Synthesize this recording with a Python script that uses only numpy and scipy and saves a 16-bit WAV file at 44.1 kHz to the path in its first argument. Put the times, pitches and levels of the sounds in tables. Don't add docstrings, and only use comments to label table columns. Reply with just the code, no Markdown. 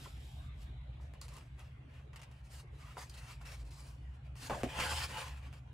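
import sys
import numpy as np
from scipy import signal
from scipy.fft import rfft, irfft, next_fast_len
from scipy.io import wavfile
from scipy.ndimage import uniform_filter1d, map_coordinates

SR = 44100
rng = np.random.default_rng(int(sys.argv[2]) if len(sys.argv) > 2 else 0)


def file_out(sig):
    cols = np.atleast_2d(sig).T
    lim = np.clip(cols, -1, 1)
    pcm = np.round(lim * 32767).astype(np.int16)
    wavfile.write(sys.argv[1], SR, pcm)


N = 252693

# f/Hz, width/Hz, level/dB
SHORT_SHEET_MODES = [(1042, 404, -1.1), (1900, 495, -1.8), (2675, 640, -2.04)]
# f/Hz, level/dB
HISS_COLOUR = [(2120, -10.5), (3600, -8), (3900, -2.5), (4830, 0), (6120, -5), (6920, -3.5), (8730, -4.5),
               (12200, -11.5), (15500, -19.5)]
# f/Hz, likeness (1 = the same)
PAPER_LIKENESS = [(150, 1), (380, 0.97), (950, 0.73), (2380, 0.44), (5000, 0.68), (9000, 1), (15000, .85)]
# f/Hz, likeness (1 = the same)
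AIR_LIKENESS = [(100, .9999), (170, 0.98), (300, 0.65), (550, 0), (5000, 0), (15000, 1)]


def sliding_paper():
    # t/s, rise/s, hold/s, fall/s, rub level as the hold starts/dB and as it ends/dB,
    # hiss above the rub/dB, flutter above the rub/dB
    slides = [(0.99, 0.024, .005, 0.13, -70, -70.5, 0, 6), (1.142, 0.011, 0.0046, 0.093, -65, -66, -22, -1),
              (1.208, 0.0091, 0.058, .04, -60, -73.5, 3, -4),
              (1.283, 0.0064, 0.097, 0.19, -66.5, -63.5, -5.5, -7),
              (1.549, 0.047, .02, 0.18, -62.5, -62, -10, -17),
              (1.842, 0.052, 0.098, 0.11, -73.5, -65.5, -13, -12),
              (2.128, 0.0091, 0.017, .03, -58.5, -63, -15, -17),
              (2.165, 0.0067, 0.15, .03, -68.5, -72, -15, -5.5),
              (2.298, 0.017, 0.1, .02, -72, -72.5, -10, -10),
              (2.413, .04, 0.022, 0.047, -72.5, -73.5, 2, -8),
              (2.481, 0.037, 0.084, 0.044, -62.5, -63, 2, -7), (2.673, 0.13, 0.19, .04, -61, -64, -8, -16),
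              (2.956, 0.029, .045, 0.076, -50.5, -52.5, -3, -10.5),
              (3.092, 0.028, .2, 0.097, -63.5, -57.5, -5, -14.5),
              (3.132, 0.0083, .012, .03, -61.5, -66, 2, -15), (3.165, 0.013, .02, .04, -58, -61, 2, -12),
              (3.25, 0.029, 0.014, .04, -59, -60, -3.5, -18),
              (3.289, 0.019, 0.016, 0.054, -57.5, -59, -4, -15),
              (3.401, 0.013, 0.047, 0.04, -65.5, -69, -3, -3.5),
              (3.444, .012, 0.047, 0.078, -56.5, -60.5, -2.5, -8),
              (3.49, .03, 0.028, 0.1, -56, -56.5, -0.5, -9),
              (3.636, .015, 0.045, 0.033, -72, -73.5, 2.5, -1),
              (3.702, 0.0056, 0.21, 0.11, -66, -69, 4, -15.5),
              (3.944, 0.025, 0.2, 0.04, -80.5, -73.5, -9, -10),
              (4.22, 0.047, 0.021, 0.077, -64.5, -75, -11, -6),
              (4.355, 0.0093, .11, 0.047, -63, -52.5, 2, -24),
              (4.494, .008, 0.048, 0.099, -47, -53, -9.5, 7.5),
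              (4.499, 0.053, 0.066, 0.036, -56.5, -56, -4, 2), (4.639, .008, 0.035, .04, -50, -60, -7, 8),
              (4.657, 0.038, 0.097, 0.036, -48.5, -43, -9.5, -8),
              (4.791, .01, 0.092, 0.081, -37, -41, -7, -15.5),
              (4.852, 0.049, .14, 0.092, -42.5, -43, -2.5, -31),
              (5.06, .05, 0.082, 0.045, -49.5, -45, -7.5, -11.5),
              (5.162, 0.011, 0.21, 0.13, -43, -64, -6, -21),
              (5.399, 0.032, 0.11, 0.046, -58, -73.5, -10.5, -6),
              (5.527, .008, 0.048, 0.05, -62, -69.5, -6, -4)]
    # f/Hz, width/Hz, level/dB
    long_sheet_modes = [(528, 62, -7), (717, 21, -2.5), (860, 41, 1.5), (1025, 56, -0.5), (1505, 470, -6),
                        (2950, 700, -6)]
    # t/s, share (0 to 1)
    short_share = [(1, 0.87), (2.2, 0.84), (2.8, 0.95), (3.6, 1), (4.3, 0.35), (4.7, 0.35), (4.9, 0.01),
                   (5.3, 0.45), (5.5, 0.62)]
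    # f/Hz, level/dB
    flutter_colour = [(150, -0.5), (260, -4.5), (380, -5), (520, 3.5), (750, 0.5), (1200, -40)]
    power_shares = amp(2 * np.array([(0, *row[6:]) for row in slides]))
    stroke_power = np.array(list(stroke_gains(slides))) ** 2
    rub_gain, hiss_gain, flutter_gain = np.sqrt(power_shares.T @ stroke_power)
    short = np.clip(curves(short_share)[0], 0, 1)
    uneven_grip = amp(1.88 * wobble(40))
    long_rub = noise(ringing(long_sheet_modes), PAPER_LIKENESS, patchy_db=4.0, grain_db=-2.0)
    short_rub = noise(ringing(SHORT_SHEET_MODES), PAPER_LIKENESS, patchy_db=4.0, grain_db=0.24)
    rub = np.sqrt(1 - short) * long_rub + np.sqrt(short) * short_rub
    hiss = noise(coloured(HISS_COLOUR), PAPER_LIKENESS, patchy_db=3.5, grain_db=0.0)
    flutter = noise(coloured(flutter_colour), PAPER_LIKENESS, patchy_db=2.5, grain_db=3.0)
    balance = amp([[0.3], [-0.3]])
    return uneven_grip * balance * (rub_gain * rub + hiss_gain * hiss + flutter_gain * flutter)


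def crease_snaps():
    # t/s, level/dB, extra for the sheet's ring/dB, extra for the pop/dB
    creases = [(1.137, -55, 4.5, -1), (1.214, -38.5, -14, -5), (1.282, -46, 1, -2), (1.338, -51, -7, 3),
               (1.3464, -61, -12, 4), (1.355, -64, 9, 0), (1.368, -52, -3, 7.5), (1.384, -59, -2, 11),
               (1.41, -61.5, 13, -2), (1.594, -59, -4, 7), (2.132, -62, 13, -1), (2.159, -44.5, 6, -23),
               (2.1939, -53, 9, -8), (2.2164, -50, 5, -1), (2.2313, -52, 10, -6), (2.3134, -57, 1, -3),
               (3.096, -42, -14, -7), (3.4169, -57, 11, -5), (3.4549, -58, 5, -3), (4.355, -55.5, 7.5, -4),
               (4.4965, -42.5, 12, -7), (4.55, -45, -9, -5), (4.633, -37.5, 7.5, 1.5),
               (4.6763, -52, 10, -4), (4.7904, -44, 13.5, 3), (5.528, -59.5, 11, 4)]
    # f/Hz, level/dB
    crack_colour = [(1500, -12), (3500, -24), (6000, 14.5), (12000, 12.5), (16000, -15)]
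    treble_db, body_db, crack_db, pop_ring_db = -11.5, -12.5, -1, 22.5
    t = np.arange(SR // 4) / SR
    shiver = amp(-60 * t / 0.069) * (1 - np.exp(-t / 0.00045))
    treble_gain, body_gain = np.zeros((2, N + SR))
    pulses = np.zeros((2, N))
    for start, db, ring_db, pop_db in creases:
        at = round(start * SR)
        treble_gain[at:at + len(t)] += amp(db + treble_db) * shiver
        body_gain[at:at + len(t)] += amp(db + ring_db + body_db) * shiver
        pulses[:, at + 20] = amp(db + pop_db + np.array([crack_db, ring_db + pop_ring_db]))
    crack = filtered(pulses[0], coloured(crack_colour))
    pop_ring = filtered(pulses[1], ringing(SHORT_SHEET_MODES))
    treble = noise(coloured(HISS_COLOUR), PAPER_LIKENESS, patchy_db=2.5, grain_db=2.5)
    body = noise(ringing(SHORT_SHEET_MODES), PAPER_LIKENESS, patchy_db=-4.0, grain_db=2.0)
    return crack + pop_ring + treble_gain[:N] * treble + body_gain[:N] * body


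def edge_knocks():
    # t/s, level/dB, f/Hz, time to fade by 60 dB/s
    knocks = [(.05, -50, 1514, .04), (0.058, -42, 1024, 0.041), (.069, -47.5, 417, 0.046),
              (.997, -51.5, 953, 0.048), (1.137, -45, 497, 0.0079), (1.215, -49, 1110, 0.027),
              (2.632, -56, 450, 0.035), (2.645, -49, 389, 0.021), (2.9697, -24.5, 1003, 0.012),
              (2.9766, -37, 752, 0.044), (3.411, -48, 1077, 0.036), (4.4988, -22, 673, 0.018),
              (4.506, -23, 917, 0.02), (4.515, -31, 826, 0.057), (4.532, -34, 1115, 0.036),
              (4.546, -31.5, 924, 0.028), (4.634, -23, 520, 0.035), (4.635, -26.5, 257, 0.056),
              (4.66, -32, 290, 0.07), (5.528, -48, 1205, 0.02)]
    # multiple of its pitch, level/dB, share of its fade time
    knock_tones = [(1, -1.5, 1), (2.05, -18.5, 0.83), (.55, -10.5, 0.74), (1.3, -7.5, 1.01)]
    out, t = np.zeros(N + SR), np.arange(SR // 4) / SR
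    soft_onset = 1 - np.exp(-t / 0.00091)
    for start, db, hz, fade_s in knocks:
        ring = np.zeros(len(t))
        for multiple, tone_db, share in knock_tones:
            fade_db = 60 * t / max(fade_s * share, .003)
            ring += amp(tone_db + rng.normal(0, 1.6) - fade_db) * np.sin(2 * np.pi * hz * multiple * t)
        out[round(start * SR):][:len(t)] += amp(db) * ring * soft_onset
    return out[:N]


def finger_swish():
    # t/s, rise/s, hold/s, fall/s, level as the hold starts/dB and as it ends/dB
    finger_strokes = [(-.02, 0.018, 0.052, 0.21, -60.5, -57), (.1, 0.065, 0.094, .06, -71, -64.5),
                      (.25, .03, 0.19, 0.061, -66, -72.5), (.52, .11, .01, 0.13, -64, -70)]
    # f/Hz, level/dB
    gloss_colour = [(1290, -10.5), (2200, -6.5), (2680, -2), (2900, -1.5), (3830, -4), (4440, -4.5),
                    (5540, -5.5), (6010, -12), (7250, -4.5), (8820, -10), (13600, -12), (14500, -19),
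                    (15500, -31)]
    drag = np.linalg.norm(list(stroke_gains(finger_strokes)), axis=0)
    return drag * noise(coloured(gloss_colour), PAPER_LIKENESS, patchy_db=-2.0, grain_db=0.9)


def room_echo(x):
    # f/Hz, time to fade by 60 dB/s
    fade_times = [(200, 0.025), (2000, 0.13), (10000, 0.027)]
    hz, t, spectrum = signal.stft(rng.standard_normal((2, SR // 2)), SR, nperseg=256)
    fade = amp(-60 * t / along(fade_times, hz)[:, None])
    tail = signal.istft(spectrum * fade, SR, nperseg=256)[1]
    delayed = np.pad(x, ((0, 0), (250, 0)))
    return signal.fftconvolve(delayed, tail / np.linalg.norm(tail[0]), axes=1)[:, :N]


def machine_hum(t):
    # f/Hz, level/dB
    tones = [(119.5, -57), (140.5, -59)]
    return sum(amp(db + 0.32 * wobble(15.0)) * np.sin(2 * np.pi * hz * t + 0.54 * wobble(2.73))
               for hz, db in tones)


def low_drone():
    # t/s, f/Hz, level/dB
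    drift = [(0.0, 71, -51.5), (0.41, 73, -52), (0.62, 62.3, -48.5), (0.97, 66.3, -53), (1.05, 74.3, -48),
             (1.37, 56.1, -62), (2.06, 66.74, -59), (2.26, 61.5, -58), (2.54, 65.9, -57), (3.08, 57, -61.5),
             (3.21, 62.1, -51), (3.33, 53.2, -51), (4.37, 66.66, -51), (4.53, 59.84, -63),
             (4.95, 75.8, -45.5), (5.73, 65.1, -51)]
    hz, db = curves(drift)
    gain = amp(db + 2.8 * wobble(9))
    wavering_hz = hz + 1.79 * wobble(7.6)
    return gain * np.sin(2 * np.pi * np.cumsum(wavering_hz) / SR)


def room_air():
    # t/s, rumble level/dB, hush level/dB
    levels = [(0.0, -51.5, -62), (0.7, -47, -65), (1.1, -51, -66), (2.11, -54, -67), (4.2, -51.5, -66),
              (4.31, -52.5, -66.5), (4.47, -48.5, -59), (5.03, -49, -62.5), (5.73, -53, -65.5)]
    # f/Hz, level/dB
    rumble_colour = [(20, -35), (34, -17.5), (44, -14), (56, 4.5), (74, 2), (91, -9), (129, -4.5),
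                     (167, -18), (220, -22.5), (330, -34), (430, -79)]
    # f/Hz, level/dB
    hush_colour = [(150, -28), (250, -1), (400, -7.5), (700, -4.5), (1330, -11.5), (2130, -12), (3200, -16),
                   (3700, -22), (5000, -30), (11800, -40), (12400, -65)]
    rumble_db, hush_db = curves(levels)
    rumble = noise(coloured(rumble_colour), AIR_LIKENESS, patchy_db=0.5, grain_db=3.5)
    hush = noise(coloured(hush_colour), AIR_LIKENESS, patchy_db=4.0, grain_db=0.2)
    return amp(rumble_db) * rumble + amp(hush_db) * hush


def faint_hiss(t):
    # f/Hz, level/dB
    colour = [(1300, -32), (2000, 0.5), (3000, 2), (3900, 6.5), (4200, -5), (4550, -35)]
    start_db, hold_s = -70.5, 0.63
    gain = amp(start_db - 36 * np.maximum(t - hold_s, 0) ** 2)
    return gain * noise(coloured(colour), AIR_LIKENESS, patchy_db=4.0, grain_db=-0.5)


def stroke_gains(rows, edge_db=25):
    t = np.arange(N) / SR
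    for start, rise, hold, fall, first_db, last_db, *_ in rows:
        corners = start + np.cumsum(np.clip([0, rise, hold, fall, 2 * fall], 1e-4, None))
        levels = [first_db - edge_db, first_db, last_db, last_db - edge_db, last_db - 3 * edge_db]
        yield amp(np.interp(t, corners, levels, left=-200))


def noise(colour, likeness, patchy_db, grain_db):
    def mid_and_side(hz):
        angle = np.arccos(np.clip(along(likeness, hz), -1, 1)) / 2
        return colour(hz) * [np.cos(angle), np.sin(angle)]

    spectrum = signal.stft(rng.standard_normal((2, N)), nperseg=512)[2]
    patches = uniform_filter1d(rng.standard_normal(spectrum.shape[1:]), size=2, axis=0)
    patches = unit(uniform_filter1d(patches, size=14, axis=1))
    patchy = signal.istft(spectrum * amp(patchy_db * patches), nperseg=512)[1][:, :N]
    grain = amp(grain_db * wobble(300))
    mid, side = filtered(patchy * grain, mid_and_side)
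    return unit(np.array([mid + side, mid - side]))


def ringing(modes):
    return lambda hz: sum((-1) ** k * amp(db) * 1j * hz * width / (f * f - hz * hz + 1j * hz * width)
                          for k, (f, width, db) in enumerate(modes))


def coloured(points):
    return lambda hz: amp(along(points, hz))


def filtered(x, response):
    size = next_fast_len(N + SR // 2)
    return irfft(rfft(x, size) * response(np.fft.rfftfreq(size, 1 / SR)), size)[..., :N]


def wobble(rate):
    return map_coordinates(rng.standard_normal(int(N * rate / SR) + 4), [np.arange(N) * rate / SR])


def curves(rows):
    times, *columns = np.transpose(rows)
    return [np.interp(np.arange(N) / SR, times, column) for column in columns]


def along(points, hz):
    f, values = np.transpose(points)
    return np.interp(np.log(hz + 1), np.log(f + 1), values)


def amp(db):
    return 10 ** (np.asarray(db) / 20)


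def unit(x):
    return x / np.sqrt(np.mean(x ** 2) + 1e-20)


def scene():
    t = np.arange(N) / SR
    sudden = crease_snaps() + edge_knocks()
    paper = sliding_paper() + finger_swish() + sudden + amp(-7.5) * room_echo(sudden)
    lag_s = .00002
    paper = filtered(paper, lambda hz: np.exp(1j * np.pi * hz * lag_s * np.array([[-1], [1]])))
    return paper + machine_hum(t) + low_drone() + room_air() + faint_hiss(t)


def record(dry):
    return filtered(dry, lambda hz: hz < 15750)


dry = scene()
out = record(dry)
file_out(out)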